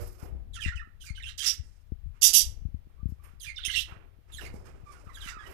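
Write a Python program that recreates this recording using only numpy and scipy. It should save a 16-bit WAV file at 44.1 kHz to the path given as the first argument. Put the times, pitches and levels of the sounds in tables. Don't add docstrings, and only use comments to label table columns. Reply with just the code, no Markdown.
import sys
import numpy as np
from scipy import signal
from scipy.fft import rfft, irfft
from scipy.io import wavfile
from scipy.ndimage import uniform_filter1d, minimum_filter1d

SR = 44100
rng = np.random.default_rng(int(sys.argv[2]) if len(sys.argv) > 2 else 0)


def wrap_up_sound(samples):
    columns = np.atleast_2d(samples).T
    tamed = np.clip(columns, -1, 1)
    steps = np.round(tamed * 32767).astype(np.int16)
    wavfile.write(sys.argv[1], SR, steps)


N = 243873


def from_db(db):
    return 10 ** (np.asarray(db, float) / 20)


def rms_one(x):
    return x / np.sqrt(np.mean(x ** 2) + 1e-20)


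def in_time(rows):
    time_s, *columns = np.transpose(rows)
    return [np.interp(np.arange(N) / SR, time_s, c) for c in columns]


def at_hz(points, hz, column=1):
    points = np.array(points)
    return np.interp(np.log(hz + 1), np.log(points[:, 0]), points[:, column])


def band(x, low_hz, high_hz, order=2):
    return signal.sosfilt(signal.butter(order, [low_hz, high_hz], "band", fs=SR, output="sos"), x)


def drift(rate_hz):
    r = np.exp(-2 * np.pi * rate_hz / SR)
    smooth = signal.lfilter([1], [1, -2 * r, r * r], rng.standard_normal(N + SR))
    return rms_one(smooth[SR:])


def resonance(x, hz, width_hz):
    r = np.exp(-np.pi * width_hz / SR)
    zeros = np.array([1, 0, -1]) * (1 - r * r) / 2
    return signal.lfilter(zeros, [1, -2 * r * np.cos(2 * np.pi * hz / SR), r * r], x)


# (frequency [Hz], level [dB per Hz])
LEFT_FLOOR = [(150, -100), (300, -104), (500, -108), (1000, -112), (2000, -114), (3500, -117), (5000, -122),
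              (8000, -134), (10000, -128), (12000, -123), (15000, -123)]
RIGHT_FLOOR = [(150, -90.5), (300, -101), (500, -105), (1000, -110), (2000, -110), (3500, -115),
               (5000, -120), (8000, -124), (10000, -122), (12000, -120), (15000, -122)]


def hiss(spectrum):
    hz = np.fft.rfftfreq(N, 1 / SR)
    low_cut = hz ** 2 / (hz ** 2 + 220. ** 2)
    gain = from_db(at_hz(spectrum, hz)) * np.sqrt(SR / 2) * low_cut
    return irfft(rfft(rng.standard_normal(N)) * gain, N)


def thump(contact_ms, hz, t60_s):
    r, w = from_db(-60 / (t60_s * SR)), 2 * np.pi * hz / SR
    swing = signal.lfilter([1, -2, 1], [1, -2 * r * np.cos(w), r * r], np.ones(5000))
    pulse = signal.sosfilt(signal.butter(4, 1000 / contact_ms, fs=SR, output="sos"), swing)
    return pulse / np.abs(pulse).max()


# (time [s], left level [dB], right level [dB])
RUMBLE_CURVE = [(0.0, -33.5, -41.5), (0.2, -45.5, -77), (0.33, -38, -47), (0.8, -41.5, -65),
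                (1.0, -47, -60), (1.27, -40, -63), (1.46, -50, -65.5), (1.61, -42, -51.5),
                (1.8, -52.5, -73.5), (2.08, -39, -65.5), (2.24, -48.5, -68.5), (2.5, -36, -56.5),
                (2.9, -48, -62.5), (3.12, -44.5, -61.5), (3.5, -48.5, -67), (3.82, -39.5, -56),
                (4.2, -49.5, -70), (4.55, -43, -45), (4.95, -48.5, -61.5), (5.33, -44, -57),
                (5.53, -49, -60.5)]
# (time [s], peak [dB], push +1 or pull -1, port 0 left 1 right, contact [ms])
FINGER_THUMPS = [(0.227, -27, 1, 0, 4.3), (0.322, -28.5, -1, 0, 7), (0.349, -38, 1, 1, 1.7),
                 (0.351, -38, -1, 0, 6.5), (0.66, -19, 1, 0, 3.57), (0.677, -19.5, -1, 0, 8.3),
                 (0.752, -26, 1, 0, 11), (0.873, -48, 1, 1, 2.5), (1.103, -24.5, -1, 0, 5.8),
                 (1.593, -23.5, 1, 0, 9.2), (1.92, -20, -1, 0, 2.74), (2.058, -34, -1, 0, 4.8),
                 (2.065, -27.5, 1, 0, 11.3), (2.462, -27.5, 1, 0, 15.4), (2.541, -43.5, -1, 0, 2.7),
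                 (2.575, -43.5, -1, 0, 3.5), (2.618, -34.5, 1, 0, 5), (2.652, -19.5, 1, 0, 5),
                 (2.685, -35, -1, 0, 3.6), (2.743, -22.5, 1, 0, 3.9), (2.87, -46, -1, 1, 2.47),
                 (2.996, -41, -1, 0, 5.5), (3.029, -25.5, -1, 0, 4.5), (3.056, -16, 1, 0, 4),
                 (3.088, -27.5, 1, 0, 4.3), (3.099, -34, 1, 0, 4.2), (3.121, -24.5, -1, 0, 3.8),
                 (3.335, -43, 1, 0, 3.7), (3.471, -37, -1, 0, 5.9), (3.678, -32.5, 1, 0, 3.2),
                 (3.775, -36.5, 1, 0, 2.2), (3.91, -55, -1, 1, 3.4), (3.92, -32, 1, 0, 6.2),
                 (3.964, -38, 1, 0, 5.1), (4.186, -50, -1, 1, 2.75), (4.342, -37.5, -1, 0, 5.2),
                 (4.367, -45, 1, 0, 5), (4.435, -38, 1, 0, 2.8), (4.541, -33, 1, 0, 2.7),
                 (4.541, -30, -1, 1, 2), (4.746, -45.5, 1, 1, 2.3), (4.833, -34.5, 1, 0, 5.5),
                 (5.068, -33.5, -1, 0, 3.91), (5.259, -38.5, -1, 1, 3.8), (5.367, -39, -1, 1, 2),
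                 (5.506, -55, -1, 1, 2.5)]
# (frequency [Hz], t60 [s])
CASE_SWING = [(65, .07), (170, 0.014)]


def hand():
    knocks_per_s, knock_db = 14, -13
    out = np.zeros((2, N))
    for port, (level_db, top_hz) in enumerate(zip(in_time(RUMBLE_CURVE), (72, 110))):
        deep = signal.sosfilt(signal.butter(4 - 2 * port, top_hz, fs=SR, output="sos"), rng.standard_normal(N))
        deep = signal.sosfilt(signal.butter(1, 25, "high", fs=SR, output="sos"), deep)
        lumpy = rms_one(deep) * from_db(0.83 * drift(3.8))
        strikes = (rng.random(N) < knocks_per_s / SR) * rng.standard_normal(N)
        contact_ms = 5.5 - 5.4 * port
        knocks = signal.fftconvolve(strikes, thump(contact_ms, *CASE_SWING[port]))[:N]
        out[port] = from_db(level_db) * (lumpy + from_db(knock_db) * knocks)
    for time_s, peak_db, push, port, contact_ms in FINGER_THUMPS:
        i, port = round(time_s * SR), round(port)
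        pulse = thump(contact_ms, *CASE_SWING[port])[:N - i]
        out[port, i:i + len(pulse)] += np.sign(push) * from_db(peak_db) * pulse
    return out


# (frequency [Hz], mean level at 0 s [dB], t60 [s])
FRAME_MODES = [(87.3, -36, 0.52), (364, -43, 0.46), (476, -40, 0.28), (585, -43.5, 0.24)]


def knock():
    t = np.arange(N) / SR
    out = np.zeros(N)
    for hz, level_db, t60_s in FRAME_MODES:
        fall_db = level_db - 60 * t / t60_s + 4.7 * drift(31)
        out += from_db(fall_db) * np.sin(2 * np.pi * (hz * t + rng.random()))
    return out


# (peak time [s], fade before the band's share [dB/s],
# peak of the dull [dB], middle [dB], bright [dB] and airy [dB] bands)
SWELLS = [(0.013, 96, -60, -53, -55, -55.5), (0.04, 199, -48.5, -66, -59, -62),
          (0.075, 250, -63, -73, -57.5, -54), (0.13, 150, -78, -77, -59.5, -59),
          (0.202, 148, -53, -56, -59.5, -56), (0.233, 131, -46.5, -54.5, -61, -56.5),
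          (1.65, 59.8, -84, -75.5, -65, -80), (2.15, 59.7, -77, -65, -76, -91),
          (2.298, 80, -52.5, -57, -64, -70), (2.9, 29.9, -74, -75, -86.5, -92),
          (3.095, 150, -73, -72, -71, -74), (3.245, 101, -68.5, -57.5, -69, -67),
          (3.898, 116, -55.5, -47, -68.5, -70), (3.95, 114, -59, -65, -80.5, -88),
          (4.29, 60.7, -68.5, -63, -72.5, -86.5), (4.419, 115, -46.5, -48.5, -57, -57),
          (4.545, 150, -47.5, -62.5, -58.5, -65), (4.6, 81, -56, -71.5, -71, -79.5),
          (4.66, 109, -56, -54, -58.5, -68), (4.75, 81, -60.5, -63, -72, -87.5),
          (4.87, 40, -64, -65, -66, -84), (4.925, 120.5, -60.5, -56, -59.5, -68),
          (5.0, 80, -58.5, -66.5, -69, -80), (5.05, 30, -65, -62, -69.5, -75),
          (5.2, 60, -66.5, -53, -77, -74), (5.3, 150, -73, -51, -76, -79),
          (5.41, 60, -61.5, -54.5, -63.5, -81), (5.47, 40, -52, -50, -61.5, -61),
          (5.51, 60.4, -52.5, -56, -61, -59)]
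# (low edge [Hz], high edge [Hz])
SWELL_EDGES = [(180, 795), (800, 2700), (4300, 9500), (9500, 14000)]
# (frequency [Hz], width [Hz], gain [dB])
HOLLOW_TONES = [(374, 90, 1.5), (1270, 300, 1.5), (5200, 440, -0.5), (11900, 980, 1.5)]
REST_DB = [-79, -88, -95, -97]
RISE_DB_PER_S, FADE_SHARE = 700.5, [.7, 1.05, 1.5, 1.9]


def noise_swells():
    flutter, out, t = drift(35), np.zeros(N), np.arange(N) / SR
    for k, ((low_hz, high_hz), (hz, width_hz, tone_db)) in enumerate(zip(SWELL_EDGES, HOLLOW_TONES)):
        noise = band(rng.standard_normal(N), low_hz, high_hz, order=3)
        noise = rms_one(noise + from_db(tone_db) * resonance(noise, hz, width_hz))
        power = from_db(REST_DB[k]) ** 2
        for peak_s, fade_db_per_s, *band_db in SWELLS:
            slope = np.where(t < peak_s, RISE_DB_PER_S, -fade_db_per_s * FADE_SHARE[k])
            power = power + from_db(band_db[k] + slope * (t - peak_s)) ** 2
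        flutter_db = 1.0 * flutter + 1.5 * drift(30)
        out += noise * np.sqrt(power) * from_db(flutter_db)
    return out


# (start [s], length [s], first pitch before scoop [Hz], last pitch [Hz], roughness [0-1],
# whistle level before throb [dB], second-harmonic level before throb and beak [dB])
PITCHED_NOTES = [(0.53, 0.043, 3800, 3100, 0.55, -50, -56), (0.561, 0.021, 1520, 1270, 0.06, -46.5, -48),
                 (0.588, 0.018, 1794, 1690, 0.13, -41.5, -58), (0.602, 0.069, 3438, 2390, 0.43, -36, -51),
                 (0.618, 0.026, 2584, 2316, 0.2, -38.5, -48), (0.645, 0.056, 2017, 1867, 0.65, -37, -64),
                 (0.721, 0.016, 1293, 1526, 0.22, -38, -50), (0.755, 0.022, 3030, 2864, 0, -46, -64),
                 (0.77, 0.014, 2650, 2455, 0.26, -44, -62), (0.792, 0.012, 1846, 1710, 0, -38, -59),
                 (0.815, 0.012, 1260, 1340, 0.24, -47, -63), (1.003, 0.033, 3274, 2950, 0.3, -52.5, -61),
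                 (1.039, 0.0084, 1450, 1490, 0.3, -51.5, -74),
                 (1.056, 0.058, 2540, 2144, 0.37, -47.5, -52.5), (1.156, 0.039, 3084, 3000, 0.34, -46, -60),
                 (1.177, 0.0094, 1514, 1555, 0.1, -45.5, -61), (1.196, 0.019, 2380, 1685, 0.05, -45.5, -59),
                 (1.223, 0.014, 3420, 3400, 0.4, -44.5, -59), (1.231, 0.025, 2650, 2630, 0.44, -41, -59),
                 (1.253, 0.043, 3200, 2940, 0.38, -42, -56.5), (1.267, 0.013, 1580, 1560, 0, -50.5, -60),
                 (1.276, 0.033, 3340, 3730, 0.58, -50, -58), (1.384, 0.04, 3230, 3136, 0.35, -35, -41.5),
                 (1.402, 0.0085, 1760, 1560, 0.4, -42.5, -27), (1.449, 0.064, 5227, 5568, 0.75, -26, -45),
                 (2.217, 0.042, 2898, 2954, 0.62, -29.5, -40),
                 (2.222, 0.049, 5814, 5863, 0.48, -15.5, -16.5), (2.224, 0.039, 3473, 3510, 0.47, -24, -14),
                 (2.334, 0.056, 2923, 3041, 0.56, -33.5, -34), (2.335, 0.055, 5810, 5940, 0.48, -21, -18),
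                 (2.971, 0.049, 1080, 1242, 0.34, -68.5, -84.5),
                 (3.195, 0.019, 1066, 1160, 0.27, -65.5, -82), (3.245, 0.031, 1128, 1154, 0.15, -64, -78.5),
                 (3.397, 0.017, 5000, 3230, 0.4, -52.5, -58), (3.411, 0.034, 3260, 2926, 0.38, -49.5, -47),
                 (3.441, 0.014, 1904, 1606, 0.2, -48.5, -43.5),
                 (3.457, 0.056, 2556, 2130, 0.38, -38, -50.5), (3.56, 0.0077, 5350, 3480, 0.3, -43, -79),
                 (3.563, 0.024, 3630, 3540, 0.07, -37.5, -67), (3.577, 0.012, 2920, 2890, 0.2, -38, -56.5),
                 (3.586, 0.0097, 1490, 1420, 0.03, -44, -49), (3.63, 0.029, 3295, 3594, 0.4, -35, -63),
                 (3.647, 0.032, 3116, 3032, 0.37, -31.5, -35.5), (3.647, 0.011, 2520, 2450, 0.5, -33, -36),
                 (3.681, 0.014, 2060, 2120, 0.32, -35.5, -52), (3.697, 0.024, 2960, 3036, 0.5, -28.5, -48),
                 (3.691, 0.011, 1717, 1520, 0.1, -40, -49), (3.734, 0.018, 2015, 1980, 0.42, -37.5, -55),
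                 (3.75, 0.035, 2836, 2883, 0.47, -26.5, -38), (3.775, 0.036, 3300, 3155, 0.55, -32.5, -50),
                 (4.319, 0.046, 3700, 3145, 0.32, -48, -51.5),
                 (4.367, 0.023, 4020, 3670, 0.18, -47.5, -52.5), (4.382, 0.022, 1914, 1400, 0.42, -44, -53),
                 (4.406, 0.033, 2980, 2675, 0.46, -43.5, -57.5),
                 (4.44, 0.034, 2415, 2074, 0.78, -47, -56.5), (4.852, 0.093, 1218, 1085, 0.23, -54, -66.5),
                 (4.944, 0.039, 1444, 1392, 0.12, -55.5, -72), (5.058, 0.064, 1358, 990, 0.37, -53, -73),
                 (5.089, 0.037, 2177, 1810, 0.33, -58, -71), (5.142, 0.024, 3900, 3110, 0.2, -48, -53.5),
                 (5.17, 0.0072, 1490, 1650, 0.3, -44.5, -51.5), (5.182, 0.018, 2800, 2870, 0.15, -53, -73),
                 (5.203, 0.033, 4130, 2913, 0.31, -44.5, -60), (5.225, 0.014, 1644, 1540, 0.3, -48, -57.5),
                 (5.239, 0.065, 2207, 1876, 0.95, -48.5, -66), (5.241, 0.019, 3010, 2960, 0.02, -44.5, -56),
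                 (5.271, 0.015, 1373, 1300, 0.36, -41.5, -48), (5.316, 0.074, 1500, 1184, 0.25, -45.5, -64),
                 (5.383, 0.051, 1694, 1591, 0.37, -50, -60), (5.4, 0.033, 1190, 1235, 0.4, -51, -71),
                 (5.426, 0.054, 1920, 1915, 0.25, -52.5, -65), (5.454, 0.026, 2910, 2920, 0.26, -50.5, -73)]
# (frequency [Hz], gain [dB])
BEAK_GAIN = [(2500, 2), (4000, -3), (5500, -1), (7500, -2.5), (9300, 5.5), (11000, 1), (12500, -2.5),
             (15000, -12)]
PIVOT_HZ = 3000
OVERTONE_FALL_DB, LOW_NOTE_FALL_DB = 5.5, 2


def pitched_notes():
    out, wobble, throb = np.zeros(N), np.tanh(drift(275)), np.tanh(drift(130))
    for start_s, length_s, first_hz, last_hz, rough, whistle_db, overtone_db in PITCHED_NOTES:
        i, n = round(start_s * SR), round(length_s * SR)
        u = np.arange(n) / n
        scoop = 1 + .13 * np.exp(-np.arange(n) / SR / .003)
        glide_hz = first_hz * (last_hz / first_hz) ** u
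        hz = glide_hz * scoop * (1 + .16 * rough * wobble[i:i + n])
        phase = 2 * np.pi * np.cumsum(hz) / SR
        shape = np.minimum(1, np.minimum(u / 0.24, (1 - u) / 0.15))
        shape = shape * from_db(13.5 * rough * throb[i:i + n])
        fall_db = OVERTONE_FALL_DB + LOW_NOTE_FALL_DB * np.maximum(0, np.log2(PIVOT_HZ / hz))
        tone = from_db(whistle_db) * np.sin(phase)
        for k in range(2, 5):
            level_db = overtone_db - fall_db * (k - 2) + at_hz(BEAK_GAIN, k * hz)
            tone += from_db(level_db) * np.sin(k * phase) * (k * hz < .45 * SR)
        out[i:i + n] += np.sqrt(2) * shape * tone
    return out


# (start [s], peak [s], end [s], level under the peak at the start [dB], at the end [dB], darkening [dB],
# peak level before flare of the deep [dB], low [dB], middle [dB] and high [dB] throat bands)
SQUAWK_CALLS = [(0.535, 0.567, 0.57, 9, 1.7, 24, -46.5, -58, -54.5, -97),
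                (0.597, 0.688, 0.71, 7.8, 28, 22, -44.5, -45, -51, -68.5),
                (0.752, 0.768, 0.77, 4, 27, 26, -63, -71, -52.5, -107),
                (0.999, 1.02, 1.073, 3, 3, -4, -78.5, -57.5, -56.5, -64),
                (1.045, 1.07, 1.098, 4, 10, 23, -56.5, -68, -54.5, -58),
                (1.145, 1.158, 1.23, 2, 22, -2, -67, -51.5, -63, -106),
                (1.232, 1.298, 1.343, 24, 33, -1.5, -50, -43, -49.5, -69),
                (1.375, 1.396, 1.4, 3.4, 4, 9, -52, -37, -36, -45),
                (1.413, 1.472, 1.547, 12.3, 22.3, -9, -39, -28.5, -28, -34),
                (2.212, 2.241, 2.31, 12, 16.2, -2.5, -46, -25.5, -15.5, -18.5),
                (2.328, 2.35, 2.425, 3, 10, 2, -51.5, -27, -15, -20),
                (3.397, 3.449, 3.522, 14, 21, 31, -60, -49, -54, -49),
                (3.54, 3.603, 3.71, 6, 5.3, 34.5, -60, -49.5, -68, -82),
                (3.643, 3.66, 3.57, 7.2, 6, 17.5, -58, -45, -41, -47.5),
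                (3.702, 3.801, 3.83, 9, 12, -1.5, -55.5, -31, -37.5, -43.5),
                (4.312, 4.34, 4.42, 4, 3, -1, -76, -58.5, -66.5, -60.5),
                (4.397, 4.455, 4.49, 7.1, 12, 4, -55, -55.5, -60, -59),
                (5.127, 5.16, 5.21, 3, 3, -0.5, -64, -66, -63, -65),
                (5.21, 5.293, 5.35, 12, 28, 15, -43, -49.5, -47.5, -55.5)]
# (frequency [Hz], first-pass width [Hz], relative gain [dB])
THROAT_MODES = [
    [(1250, 350, -3.5), (1900, 980, 6), (2310, 440, -3.5)],
    [(2930, 440, 0.5), (3420, 450, -0.5), (4090, 620, -1)],
    [(4800, 510, 0), (5920, 650, -0.5), (7080, 700, -3), (7900, 700, -4)],
    [(9300, 2500, 5), (11600, 1600, 7.5), (13500, 3600, 0.5), (15200, 1200, -18)],
]
PULSE_HZ, PULSE_JITTER, PUFF_FADE_PER_TURN, SLAP_DB = 230.4, .25, 1.6, -11
ONSET_S = .005


def squawks():
    turns = np.cumsum(PULSE_HZ * (1 + PULSE_JITTER * np.clip(drift(90), -2, 2))) / SR
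    slaps = (np.diff(np.floor(turns), prepend=0) > 0) * from_db(3.5 * rng.standard_normal(N))
    puffs = np.exp(-PUFF_FADE_PER_TURN * (turns % 1)) * rng.standard_normal(N)
    source = from_db(SLAP_DB) * rms_one(slaps) + rms_one(puffs)
    rings = []
    for modes in THROAT_MODES:
        ring = np.zeros(N)
        for k, (hz, width_hz, gain_db) in enumerate(modes):
            twice = resonance(resonance(source, hz, width_hz), hz, 2.3 * width_hz)
            ring += from_db(gain_db) * twice * (-1) ** k
        rings.append(rms_one(ring) * from_db(2.5 * drift(45)))
    out, t = np.zeros(N), np.arange(N) / SR
    leans = np.linspace(1, -1, len(rings))
    for start, peak, end, entry_db, exit_db, darken_db, *band_db in SQUAWK_CALLS:
        gate = uniform_filter1d(1. * (t > start + ONSET_S) * (t < end), size=420)
        swell_db = np.interp(t, [start, peak, end], [-entry_db, 0, -exit_db])
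        tilt_db = darken_db * (np.clip(t, start, end) - peak) / (end - start)
        for db, lean, ring in zip(band_db, leans, rings):
            out += gate * from_db(db + swell_db + lean * tilt_db) * ring
    return out


# (frequency [Hz], t60 [s], level before tail scaling [dB])
ROOM_DECAY = [(500, 0.22, -6), (1500, 0.42, -3), (2990, 0.2, 0.5), (5630, 0.19, 2.5), (8880, 0.17, 0.5),
              (13830, 0.11, 4.5)]
TAIL_BEND, LATE_DB, LATE_T60_S = 0.65, -59, 0.54


def room(x):
    t = np.arange(SR) / SR
    edges_hz = 380 * 2 ** np.arange(0, 6, .5)
    white = rng.standard_normal((2, SR))
    white = white * np.abs(white) ** 2.0
    tail = np.zeros(SR)
    for k, (low_hz, high_hz) in enumerate(zip(edges_hz, edges_hz[1:])):
        hz = np.sqrt(low_hz * high_hz)
        early = from_db(-60 * (t / at_hz(ROOM_DECAY, hz)) ** TAIL_BEND)
        late = from_db(LATE_DB - 60 * t / LATE_T60_S)
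        level = from_db(at_hz(ROOM_DECAY, hz, column=2))
        tail += band(white[k % 2], low_hz, high_hz) * (early + late) * level
    tail *= np.clip((t - .002) / .004, 0, 1)
    return signal.fftconvolve(x, tail / np.sqrt(np.sum(tail ** 2)))[:N]


# (time [s], drive level before the 12 dB trim [dB])
WIRE_CLINKS = [(3.086, -50), (3.237, -44.5), (4.655, -58), (4.918, -53)]
# (frequency [Hz], mean level [dB], t60 [s])
WIRE_MODES = [(5420, -12, .1), (7090, -9.5, .12), (8100, -10, .14), (9020, -6.5, .1), (9300, -6, 0.15),
              (9870, -11, .1), (11400, -9, 0.078), (11680, -1.5, .09), (12300, -11, .08), (13090, 1, .08)]


def clinks():
    out, t = np.zeros(N), np.arange(SR // 4) / SR
    for time_s, drive_db in WIRE_CLINKS:
        i = round(time_s * SR)
        ring = np.zeros(len(t))
        for hz, level_db, t60_s in WIRE_MODES:
            fall_db = level_db + 5.5 * rng.standard_normal() - 60 * t / t60_s
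            ring += from_db(fall_db) * np.sin(2 * np.pi * hz * t)
        scrape = rng.standard_normal(1500) * np.exp(-np.arange(1500) / 500.)
        scrape = rms_one(scrape) / np.sqrt(1500)
        out[i:i + len(t)] += from_db(drive_db - 12) * signal.fftconvolve(ring, scrape)[:len(t)]
    return out


def scene():
    room_db, leak_db = -4, -66
    calls = pitched_notes() + squawks() + clinks()
    right = calls + from_db(room_db) * room(calls) + noise_swells() + knock() + hiss(RIGHT_FLOOR)
    left = from_db(leak_db) * room(calls) + hiss(LEFT_FLOOR)
    return hand() + np.array([left, right])


def record(dry):
    cutoff_hz = 16150
    headroom = minimum_filter1d(.93 / np.maximum(np.abs(dry), .93), size=400)
    gain = uniform_filter1d(headroom, size=200)
    return signal.sosfilt(signal.cheby2(20, 80, cutoff_hz, fs=SR, output="sos"), gain * dry)


dry = scene()
out = record(dry)
wrap_up_sound(out)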